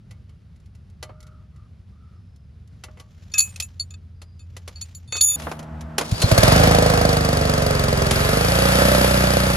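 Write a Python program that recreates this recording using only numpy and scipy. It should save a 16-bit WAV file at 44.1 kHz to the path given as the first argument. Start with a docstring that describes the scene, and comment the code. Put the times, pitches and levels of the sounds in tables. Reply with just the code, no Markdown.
"""At a pressure washer's pump, close up: a steel valve is worked loose with dry clicks, then bright
clinks of its spring and nut. Cut to the driveway, the machine spread wide in stereo: the starter
cord is pulled, the one-cylinder four-stroke catches and sags towards idle, then the trigger opens,
the jet hisses on the concrete and the engine picks up under load.
A far motor hums in the background."""
import sys
import numpy as np
from scipy import signal
from scipy.fft import rfft, irfft
from scipy.io import wavfile

SR = 44100
rng = np.random.default_rng(int(sys.argv[2]) if len(sys.argv) > 2 else 0)


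def wav_out(sig):
    """Save sig, one row per channel (or a flat mono array), as 16-bit PCM at SR to the path in sys.argv[1]."""
    wavfile.write(sys.argv[1], SR, np.round(np.clip(np.atleast_2d(sig).T, -1, 1) * 32767).astype(np.int16))


N = 421596
TIME = np.arange(N) / SR
CUT_S, FIRST_STROKE_S = 5.36, 6.119

# Loose steel parts touch. Each row: start in seconds, level in dB, tilt in dB per octave, extra dB for
# the two modes near 4.5 kHz, seconds the fingers take to still a mode whose ring-time factor is 1.
STEEL_TOUCHES = [(3.319, -47.5, -2, -6, 0.059), (3.3399, -26.5, -6.5, -26, 0.22),
                 (3.382, -14, 16, -4, 0.15), (3.393, -21.5, 2.5, 12, 0.071), (3.492, -44.5, 12, -1, 0.048),
                 (3.6034, -24.5, 10, -24, 0.038), (3.625, -29.5, 7, -17, 0.063),
                 (3.7982, -30, 2.5, 12.5, 0.08), (3.9076, -43.5, -4.5, -7, 0.049),
                 (3.94, -48, -9.5, 1, 0.032), (4.395, -49, -3.5, -8, 0.087), (4.7582, -54, -3, 9, 0.18),
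                 (4.814, -30, 5, 0.5, 0.07), (4.95, -41, 15, 13.5, 0.065), (5.077, -53.5, 2, -4, 1),
                 (5.1241, -29, -6.5, -0.5, 0.8), (5.2109, -13, 16.5, -8, 1)]
# Dry knocks of tool, fittings, shoes, starter and trigger. Each row: start in seconds, level in dB,
# brightness in dB (edge up, body down).
DRY_KNOCKS = [(0.109, -53.5, 0), (0.293, -65, -2), (0.56, -72, 5), (0.599, -76, 9), (0.658, -69, 3),
              (0.75, -63.5, 1), (0.899, -75, 11), (1.027, -36.5, -1), (1.093, -58, -18),
              (1.204, -62.5, 11.5), (1.227, -60.5, 7), (1.267, -59, 0), (1.561, -69, 3), (2.36, -72, 10),
              (2.675, -71.5, 11), (2.837, -41, 1), (2.884, -66.5, -22), (2.972, -56, -8), (2.988, -67, -1),
              (2.998, -48, 0), (3.339, -44, 4), (3.405, -40.5, 14.5), (3.56, -48.5, 11.5), (3.6, -36, 9.5),
              (4.217, -47.5, -0.5), (4.566, -43, 0.5), (4.677, -39.5, -1), (4.8147, -59, 8),
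              (5.123, -42.5, -7.5), (5.153, -39.5, -5), (5.166, -36.5, 9.5), (5.236, -49, 12.5),
              (5.315, -49.5, 3.5), (5.398, -38.5, -3.5), (5.42, -41, -3), (5.468, -41.5, -19),
              (5.514, -34, -6.5), (5.591, -40.5, -3), (5.627, -48, -4), (5.808, -44, -1),
              (5.981, -18.5, -1.5), (6.01, -27, -5.5), (6.114, -41.5, 11.5), (6.2, -39, 7),
              (6.217, -27, 6.5), (6.222, -24.5, -3), (6.314, -25, -2.5), (8.109, -20, -1)]


def from_db(db):
    """Decibels to gain."""
    return 10 ** (np.asarray(db) / 20)


def unit_rms(x):
    """Scale to an rms of 1."""
    return x / np.sqrt(np.mean(x ** 2) + 1e-20)


def in_time(rows):
    """Each column of a curve over seconds, at every sample."""
    s, *columns = np.transpose(rows)
    return [np.interp(TIME, s, column) for column in columns]


def at_hz(points, hz):
    """Read a spectrum on a log-frequency axis."""
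    point_hz, value = np.transpose(points)
    return np.interp(np.log(hz + 1e-3), np.log(point_hz), value)


def drift(rate_hz):
    """A smooth random wander of rms 1, mostly slower than rate_hz."""
    knots = rng.standard_normal(int(N / SR * 400) + 1)
    slow = irfft(rfft(knots) / (1 + (np.fft.rfftfreq(len(knots), 1 / 400) / rate_hz) ** 2))
    return np.interp(TIME, np.linspace(0, N / SR, len(slow)), unit_rms(slow))


def swell(s, width_s):
    """A smooth rise and fall of height 1 around time s."""
    return np.exp(-((TIME - s) / width_s) ** 2)


def burst(cycles, place, length):
    """A quick rise and slower fall of height 1 in each engine cycle; place and length are in cycles."""
    age = (cycles - place) % 1 / length
    return 2 * age * np.exp(1 - 2 * age) * (TIME > FIRST_STROKE_S)


def struck_mode(t, hz, db, t60):
    """A sine that dies away by 60 dB in t60 seconds."""
    return from_db(db - 60 * t / t60) * np.sin(2 * np.pi * hz * t)


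def add(out, s, sound):
    """Mix a sound in at time s."""
    start = round(s * SR)
    out[..., start:start + sound.shape[-1]] += sound[..., :N - start]


def noise(spectrum):
    """Diffuse stereo noise of rms 1, coloured by (Hz, dB) points and falling away beyond their ends."""
    # How alike diffuse sound is at the two microphones. Each row: frequency in Hz, correlation.
    likeness = [(60, 1), (200, 0.94), (600, 0.41), (2400, 0.61), (5000, 1), (9000, 0.041), (15000, 0.18)]
    hz = np.fft.rfftfreq(N, 1 / SR)
    mid, side = rfft(rng.standard_normal((2, N)))
    alike = at_hz(likeness, hz)
    ends = np.minimum(1, hz / spectrum[0][0]) ** 3 / np.maximum(1, hz / spectrum[-1][0]) ** 3
    pair = np.sqrt(1 + alike) * mid + np.sqrt(1 - alike) * side * [[1], [-1]]
    return unit_rms(irfft(pair * ends * from_db(at_hz(spectrum, hz)), N))


def stereo_widening(x):
    """The recorder's stereo widening gives left and right different levels and phases at each frequency."""
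    # Each row: frequency in Hz, left over right in dB.
    balance = [(60, -1), (110, 0.5), (200, 0.5), (380, -2.5), (700, -6.5), (1290, -4), (2380, 1), (4400, 6),
               (8120, 6), (15000, -6)]
    # Each row: frequency in Hz, lead of the left channel in radians.
    lead = [(30, -1.5), (86, 0.5), (258, -0.05), (645, -1.87), (1400, -2), (2600, -4), (3450, -4.5),
            (5200, -4.5), (6500, -4.5), (11000, -20), (15000, -19.5)]
    hz = np.fft.rfftfreq(N, 1 / SR)
    half = from_db(at_hz(balance, hz) / 2) * np.exp(.5j * at_hz(lead, hz))
    return irfft(rfft(x) * np.array([half, 1 / half]), N)


def engine():
    """Firings drive the exhaust tone, gusts of gas noise and the clatter of piston and valves."""
    # Each row: time in seconds, firings per second.
    firing_rate = [(6.119, 6.59), (6.25, 10.85), (6.57, 26.89), (7.01, 26.21), (7.35, 24.32), (7.7, 23.31),
                   (7.97, 21.75), (8.18, 21.64), (8.58, 29.82), (9.0, 31.21), (9.56, 30.27)]
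    # How hard the engine works. Each row: time in seconds, effort in dB (taken about its mean).
    effort = [(6.44, -22), (6.66, -19), (7.13, -22.5), (7.22, -26.5), (8.19, -26.5), (8.86, -20),
              (9.51, -25.5), (9.56, -29)]
    # The pump's load on the engine. Each row: time in seconds, share from 0 to 1.
    pump_load = [(6.4, 0.36), (7.0, 0.44), (7.3, 0.15), (8.15, 0.24), (8.6, 0.74), (9.5, 0.83)]
    # Colours of exhaust gas, clatter and valve-gear ticks. Each row: frequency in Hz, relative dB.
    gas_colour = [(100, -13), (200, -8), (340, -16.5), (480, -8), (650, -2.5), (900, -40), (1400, -23)]
    clatter_colour = [(520, -3.5), (800, -4.5), (906, -7), (1280, -3.5), (1490, -8), (1610, -4.5),
                      (2430, -10.5), (3950, -16), (4700, -15), (9090, -24.5), (10200, -21), (11700, -28.5),
                      (15700, -41)]
    tappet_colour = [(3300, -11), (4200, -1.5), (4650, -2), (5200, -4), (7000, -10.5), (8800, -13),
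                     (10500, -5.5), (12500, -8.5), (15000, -25)]
    speed, load = in_time(firing_rate)[0], in_time(pump_load)[0]
    effort_db = in_time(effort)[0] - np.mean(np.array(effort)[:, 1])
    cycles = np.cumsum(speed * (TIME > FIRST_STROKE_S)) / SR
    turning = np.interp(TIME, [6.1, 6.44], [0, 1]) ** 2
    caught = np.interp(TIME, [6.36, 6.6], [0, 1])
    surge = swell(6.41, 0.3)   # the engine catches with a surge that dies away

    boom, drone = exhaust(cycles, load)
    boom_db = -19 + 0.38 * effort_db + 6.5 * surge
    # under load the exhaust gathers into one hard bark per cycle
    bark_db = load * (13 * burst(cycles, place=-.08, length=.17) - 9)
    drone_gain = from_db(-20 + 1.1 * effort_db + bark_db)
    tone = from_db(boom_db) * boom + drone_gain * drone + crankcase(cycles, speed, load)

    gusts, rattle = stroke_bursts(cycles)
    puffs = .45 + gusts   # some gas leaks on between the bursts
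    puffs /= np.sqrt(np.mean(puffs[caught > .5] ** 2))
    gas = drone_gain * from_db(5.5 - 11.5 * caught) * puffs * noise(gas_colour)

    rattle *= from_db(8 * swell(6.36, 0.12))   # the valve gear hits harder in the first slow strokes
    metal = (1 + .5 * rattle) * noise(clatter_colour) + from_db(-1) * rattle * noise(tappet_colour)
    clatter = from_db(-25 + 0.49 * effort_db + 4.5 * surge + drift(170)) * metal
    running_tone = caught * from_db(0.1 * drift(36)) * tone
    return running_tone + first_strokes(cycles, speed) + turning * (gas + clatter + rocker(cycles, load))


def exhaust(cycles, load):
    """The muffler's low boom and higher drone change colour as the pump loads the engine."""
    # Engine orders, running free and pumping. Each row: multiple of the firing rate, relative dB.
    free_orders = [(1, -37), (2, -4.5), (3, 1.5), (4, -1), (5, -5.5), (6, 1.5), (7, -3), (8, -4.5),
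                   (9, -12.5), (10, -3), (11, -8.5), (12, -22.5), (13, -11), (14, -11), (15, -25.5),
                   (16, -24), (17, -22), (18, -1.5), (19, -3), (20, -9.5), (21, -2), (22, -6), (23, 1),
                   (24, -14.5), (25, -9.5), (26, -1.5), (27, -7.5), (28, -2), (29, -22), (30, -2),
                   (31, -13), (32, -15.5)]
    pumping_orders = [(1, -32.5), (2, 2.5), (3, -3.5), (4, -1.5), (5, -6), (6, -0.5), (7, -7.5), (8, -18.5),
                      (9, -8.5), (10, -20), (11, -16), (12, -10), (13, -22), (14, -17), (15, -15), (16, 5),
                      (17, -6), (18, 11.5), (19, 11), (20, 0), (21, -11), (22, -16), (23, -4), (24, -19),
                      (25, -33), (26, -31), (27, -37), (28, -6.5), (29, -37), (30, -38), (31, -45),
                      (32, -14.5)]
    rough_cycles = cycles + .0005 * drift(25)
    free, pumping = exhaust_puffs(free_orders, rough_cycles), exhaust_puffs(pumping_orders, rough_cycles)
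    return (1 - load) * free + load * pumping


def exhaust_puffs(orders, cycles, lead_cycles=0.0746, lag_cycles=0.317, lagging_orders=6.65, size=2048):
    """One puff per cycle, bark in front and boom behind; returns boom and drone, rms 1 each."""
    multiple, db = np.transpose(orders)
    order = np.arange(size // 2 + 1)
    level = from_db(np.interp(order, multiple, db)) / np.maximum(1, order / multiple[-1]) ** 6
    # minimum phase packs the energy at the front of the puff
    cepstrum = irfft(np.log(np.maximum(level, from_db(-60))))
    fold = np.r_[1, np.full(size // 2 - 1, 2), 1, np.zeros(size // 2 - 1)]
    puff = np.exp(rfft(cepstrum * fold))
    # the muffler delays long waves
    puff *= np.exp(2j * np.pi * lag_cycles * lagging_orders * np.exp(-order / lagging_orders))
    shapes = [unit_rms(irfft(puff * band)) for band in ((order > 0) & (order < 14), order >= 14)]
    place = (cycles + lead_cycles) % 1
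    return np.array([np.interp(place, np.arange(size) / size, shape) for shape in shapes])


def stroke_bursts(cycles):
    """Envelopes of gas noise and of clatter through the four strokes, each burst slightly uneven."""
    # Each row: place and length in cycles, gas strength, clatter strength.
    bursts = [(-.07, 0.07, 1, 0.073), (-.07, 0.13, 0.37, 0.95), (.22, 0.038, 0.44, 0.16),
              (0.4, 0.14, 0.17, 0.22)]
    gusts, rattle = 0, 0
    for place, length, gas, clatter in bursts:
        shape = burst(cycles, place, length) * from_db(0.23 * drift(12))
        gusts += gas * shape
        rattle += clatter * shape
    return gusts, rattle


def first_strokes(cycles, speed, best_rate_hz=13.5, rate_width_hz=3, rise_s=0.0068):
    """Each slow stroke shoves a soft slug of air into the pipe, hardest at one firing rate."""
    # Air column of intake and muffler. Each row: pitch in Hz, level in dB, t60 in seconds.
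    pipe_modes = [(65.5, 2, 0.048), (103, 10.5, 0.042), (146, -6, 0.06), (230, -6, 0.027)]
    out, t = np.zeros(N), TIME[:SR // 4]
    thump = sum(struck_mode(t, *mode) for mode in pipe_modes) * (1 - np.exp(-(t / rise_s) ** 2))
    for start in np.searchsorted(cycles, np.arange(7), side="right"):
        level_db = 1.5 - ((speed[start] - best_rate_hz) / rate_width_hz) ** 2
        add(out, TIME[start] + 0.0015, from_db(level_db) * thump)
    return out


def crankcase(cycles, speed, load):
    """Every firing strikes the same crankcase modes, harder under load."""
    # Each row: pitch in Hz, unloaded level in dB, t60 in seconds.
    case_modes = [(621, -34, .05), (1135, -37, 0.037), (1270, -33.5, 0.086), (1450, -33.5, 0.096),
                  (1640, -40, .04)]
    age_s = (cycles + .05) % 1 / speed
    ring = sum(struck_mode(age_s, *mode) for mode in case_modes)
    return from_db(4 * load - 0.5 * drift(23)) * ring


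def rocker(cycles, load, ring_hz=4680):
    """The rocker snaps shut once a cycle with a crisp metallic tick, harder under load."""
    ring = np.sin(2 * np.pi * ring_hz * TIME + 0.56 * drift(200))
    return from_db(-24.5 + 3.5 * load) * burst(cycles, place=-.045, length=.06) * ring


def jet(trigger_s=8.11, nearest_s=8.88):
    """The fan of water hisses as the trigger opens and swells as it sweeps nearer the microphones."""
    # Spray on concrete. Each row: frequency in Hz, relative dB.
    spray_colour = [(700, -23), (1300, 11), (2500, 5.5), (4700, -0.5), (7000, -6.5), (9000, -6.5),
                    (11000, 1.5), (13000, -7), (15500, -34)]
    level_db = -27.5 + 5 * swell(nearest_s, 0.28) + 0.7 * drift(30)
    return from_db(level_db) * noise(spray_colour) * (TIME > trigger_s)


def cord(pull_s=5.99, run_out_s=6.32):
    """The starter cord rasps and squeaks through its guide, pulled ever faster until it runs out."""
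    # The squeak on the guide. Each row: time in seconds, pitch in Hz, level in dB.
    squeak_curve = [(6.07, 2700, -60), (6.09, 3050, -49), (6.115, 4270, -48), (6.14, 4470, -46),
                    (6.158, 4680, -27), (6.18, 4850, -45), (6.235, 4180, -23), (6.265, 4090, -31),
                    (6.29, 4060, -70)]
    squeak_hz, squeak_db = in_time(squeak_curve)
    squeak_gain = from_db(squeak_db - 2 + 4 * drift(90))
    squeak = squeak_gain * np.sin(2 * np.pi * np.cumsum(squeak_hz) / SR + 0.97 * drift(120))
    late_s = TIME - run_out_s
    whir_db = -27 + np.minimum(40 * late_s, -400 * late_s) + 2 * drift(80)
    whir = noise([(150, 6), (700, 6.5), (1500, 1), (3000, -1), (4700, 0.5), (8800, -10),
                  (11000, -7), (15000, -26)])
    return (from_db(whir_db) * whir + squeak) * (TIME > pull_s)


def recoil():
    """Spool and pawls give a loose, grainy scrape as the cord winds back in."""
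    scrape = noise([(1200, 6), (2500, 2), (4000, -2), (6000, -7), (9000, -17), (11000, -10), (15000, -24)])
    return swell(6.58, 0.21) * from_db(-29 + 4.5 * drift(110)) * scrape


def clinks(let_go_s=5.0, tumble_s=5.255, pivot_hz=6860, scatter_db=4.5, rise_s=0.00059):
    """Each touch rings the spring and nut, and closing fingers damp them ever faster."""
    # Pitches of the steel's modes in Hz.
    steel_hz = [1240, 1640, 2560, 3583, 4447, 4520, 6820, 6901, 7040, 8583, 9905, 11192, 12382, 13388,
                15464]
    # The same modes. Each row: level in dB while seated, level in dB when free, ring-time factor.
    steel_modes = [(-27.5, -33, 1.03), (-27.5, -30, 0.63), (-13.5, -8, 1.27), (-14.5, 0, 0.79),
                   (-0.5, 4, 0.75), (-13.5, -24.5, 0.76), (-8, -1, 0.91), (2, -5.5, 0.46), (-5, -5, 1.06),
                   (-36.5, -35, 3), (-13, -8, 1.02), (-17.5, -32, 0.8), (-29.5, -24, 1.6),
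                   (-25.5, -33, .65), (-40.5, -52, 1)]
    out, t = np.zeros((2, N)), TIME[:SR // 2]
    hz = np.array(steel_hz)
    seated_db, free_db, ring_factor = np.transpose(steel_modes)
    pair, lower = (hz > 4000) & (hz < 5000), (hz > 2000) & (hz < 5000)
    age = t / ring_factor[:, None]
    attack = 1 - np.exp(-(t / rise_s) ** 2)
    for s, level_db, tilt_db, pair_db, stilled_s in STEEL_TOUCHES:
        chance = rng.standard_normal((3, len(hz)))
        mode_db = (seated_db if s < let_go_s else free_db) + scatter_db * chance[0]
        start_db = level_db + mode_db + tilt_db * np.log2(hz / pivot_hz) + pair_db * pair
        decay_db = -60 * np.minimum(age / 0.86 + (age / stilled_s) ** 2, 3)
        # the freed spring tumbles and for a moment turns its lower modes away
        tumble_db = -16 * lower[:, None] * np.exp(-((s + t - tumble_s) / 0.035) ** 2)
        envelope = attack * from_db(start_db[:, None] + decay_db + tumble_db)
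        for mic in range(2):
            phase = 0.79 * hz / hz.mean() * chance[1 + mic]   # short waves reach the pair out of step
            modes = envelope * np.sin(2 * np.pi * hz[:, None] * t + phase[:, None])
            add(out[mic], s, modes.sum(axis=0))
    return chatter(out)


def chatter(ring):
    """The loose nut buzzes against its seat and shakes the ring in strength and in pitch."""
    shaken = signal.hilbert(ring) * np.exp(0.46j * drift(45))
    return shaken.real * from_db(2 * drift(70) - 1)


def pings(rise_s=0.0005):
    """The nut pings briefly where it is caught."""
    # Each row: start in seconds, pitch in Hz, level in dB, t60 in seconds.
    nut_pings = [(3.3385, 5480, -17, .025), (3.3385, 6040, -15, .02), (3.382, 2570, -29.5, .12),
                 (3.5595, 2590, -30.5, .03), (3.601, 2540, -25.5, .035), (3.623, 2615, -28.5, .07),
                 (5.2125, 4450, -10.5, .045)]
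    out, t = np.zeros(N), TIME[:SR // 4]
    for s, hz, db, t60 in nut_pings:
        add(out, s, struck_mode(t, hz, db, t60) * (1 - np.exp(-t / rise_s)))
    return out


def knocks(halving_db=15.5, rise_s=0.0011):
    """A contact cracks in three registers; the body lasts longest and nearby walls add a short tail."""
    # Tails of body, middle and edge. Each row: relative level in dB, t60 in seconds.
    wall_tails = [(-22, 0.33), (-25, 0.22), (-25, 0.13)]
    out, t = np.zeros((2, N)), TIME[:SR // 3]
    body = noise([(280, -4.5), (550, -2), (900, -4.5), (1300, -6.5)])
    middle = noise([(900, -17.5), (1250, 4), (1700, 2), (2400, 5), (3300, 0), (4600, -21.5)])
    edge = from_db(5.5) * noise([(3500, 4), (4800, 4), (7200, 3), (8600, -5), (10500, 3.5),
                                 (13000, -11), (15500, -26.5)])
    tails = [from_db(db - 60 * t / t60) for db, t60 in wall_tails]
    attack = 1 - np.exp(-t / rise_s)
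    # each touch of the steel also cracks brightly, just ahead of its ring
    cracks = [(s - 0.0026, db - 19.5, 10.5) for s, db, *_ in STEEL_TOUCHES]
    for s, level_db, bright_db in DRY_KNOCKS + cracks:
        start = round(s * SR)
        t60 = 0.058 * .5 ** (max(bright_db, 0) / halving_db)   # the brighter, the shorter
        registers = [(body, -bright_db, 1.37 * t60), (middle, 0, t60), (edge, bright_db, t60)]
        for (band, lean_db, ring_s), tail in zip(registers, tails):
            envelope = attack * (from_db(-60 * t / ring_s) + tail)
            add(out, s, from_db(level_db + lean_db) * envelope * band[:, start:start + len(t)])
    return out


def pump_body(hand_on_s=3.2, hand_t60_s=.15, scatter_db=5):
    """Knocks ring the hollow body, bright ones less; once a hand grips the pump, its ring dies quickly."""
    # Modes of body and frame. Each row: pitch in Hz, relative level in dB, undamped t60 in seconds.
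    body_modes = [(504, -12.5, 0.2), (615, -17.5, 1), (884, -17.5, .25), (1135, -14, 0.22),
                  (1200, -13.5, 0.37), (1425, -7, 0.042), (1993, -3, 0.091), (2190, -8, 0.16),
                  (2690, -6.5, 0.053), (3050, -8.5, 0.089), (4220, -14, 0.11), (4540, -12.5, .05)]
    out, t = np.zeros(N), TIME[:SR]
    modes = np.array([struck_mode(t, *mode) for mode in body_modes])
    for s, level_db, bright_db in DRY_KNOCKS:
        strength = from_db(level_db - 0.21 * bright_db + scatter_db * rng.standard_normal(len(modes)))
        strength *= rng.choice([-1, 1], len(modes))
        if s < CUT_S:
            damping = from_db(-60 * t / hand_t60_s) if s > hand_on_s else 1
            add(out, s, strength @ modes * damping)
    return out


def thread(width_hz=125):
    """Thread and spring rasp softly, metal on metal, rising in pitch as each turn gathers speed."""
    # Each row: start and length in seconds, level in dB, pitch in Hz, rise in Hz.
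    turns = [(1.035, .43, -60, 1197, 131), (1.52, .18, -65, 1190, 50), (1.904, .32, -65.5, 1180, 131),
             (2.0, 0.56, -80, 5140, 49.5), (4.133, 0.33, -71, 4800, 50)]
    out, rasp = 0, drift(width_hz) + 1j * drift(width_hz)
    for s, length, db, hz, rise_hz in turns:
        pace = np.abs(np.sin(np.pi * np.clip((TIME - s) / length, 0, 1)))
        carrier = np.exp(2j * np.pi * np.cumsum(hz + rise_hz * pace) / SR)
        out += from_db(db) * np.sqrt(pace) * np.real(rasp * carrier)
    return out


def fingers():
    """Skin drags over the fitting in fine grains."""
    # Each row: centre and half-width in seconds, level in dB.
    rubs = [(2.888, 0.12, -70), (3.45, 0.29, -58), (4.82, 0.26, -61), (5.342, 0.14, -52.5)]
    pressure = sum(from_db(db) * swell(s, width_s) for s, width_s, db in rubs)
    grain = from_db(4 * drift(60))
    return pressure * grain * noise([(500, 2.5), (1400, -3), (2400, -0.5), (4000, -3.5), (7000, -4),
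                                     (8500, -21), (12000, -12.5), (15000, -30)])


def shoe_scuff():
    """A shoe scuffs on gritty concrete."""
    envelope = swell(5.45, 0.096) * from_db(-45 + 2 * drift(80))
    return envelope * noise([(2000, 6), (4500, -1), (8000, -8), (11000, 1), (15000, -17)])


def far_motor(lines):
    """A distant motor hums in steady lines that wander a little in phase."""
    return sum(np.sqrt(2) * from_db(db) * np.sin(2 * np.pi * hz * TIME + 0.4 * drift(6)) for hz, db in lines)


def pump_ambience():
    """Low, quiet air beside the pump; the far motor fades in."""
    # Each row: frequency in Hz, relative dB.
    air_colour = [(15, -65), (25, -18.5), (75, 0.5), (98, -3), (202, -14.5), (301, -30.5), (344, -30),
                  (1000, -42), (1310, -39.5), (1670, -43), (5010, -49.5), (8320, -60.5), (10000, -55.5),
                  (15000, -74)]
    # Each row: pitch in Hz, rms level in dB.
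    hum_lines = [(86.1, -42.5)]
    air = from_db(-44.5 + drift(8)) * noise(air_colour)
    return air + far_motor(hum_lines) * np.interp(TIME, [2.9, 3.7], [0, 1])


def driveway_ambience():
    """Open air rumbles over the driveway, with the far motor in it."""
    # Each row: frequency in Hz, relative dB.
    air_colour = [(25, -27), (75, 10), (115, -5), (200, -3), (350, -14), (700, -9.5), (1500, -16),
                  (2400, -27), (4000, -37.5), (8500, -45), (15000, -54)]
    # Each row: pitch in Hz, rms level in dB.
    hum_lines = [(75.4, -43), (156.1, -40.5), (231.5, -45), (312.2, -56), (640.6, -53.5), (678.3, -54),
                 (855.9, -57.5)]
    return from_db(-39) * noise(air_colour) + far_motor(hum_lines)


def scene():
    """Close work at the pump, then a hard cut to the machine on the driveway."""
    near_air, open_air, scuff = pump_ambience(), driveway_ambience(), shoe_scuff()
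    at_pump = near_air + fingers() + thread() + clinks() + pings() + pump_body()
    on_driveway = open_air + stereo_widening(scuff + cord() + recoil() + engine() + jet())
    cut = np.clip((TIME - CUT_S) / .002 + .5, 0, 1)
    return (1 - cut) * at_pump + cut * on_driveway + knocks()


def record(dry, low_cut_hz=40, ceiling=.92, stopband_hz=16536):
    """Behind the microphones: a low cut for rumble, a soft limit on peaks and a steep cut at the top."""
    thinned = signal.sosfilt(signal.butter(2, low_cut_hz, "high", fs=SR, output="sos"), dry)
    rounded = thinned / (1 + (np.abs(thinned) / ceiling) ** 6) ** (1 / 6)
    return signal.sosfilt(signal.cheby2(16, 70, stopband_hz, fs=SR, output="sos"), rounded)


dry = scene()
out = record(dry)
wav_out(out)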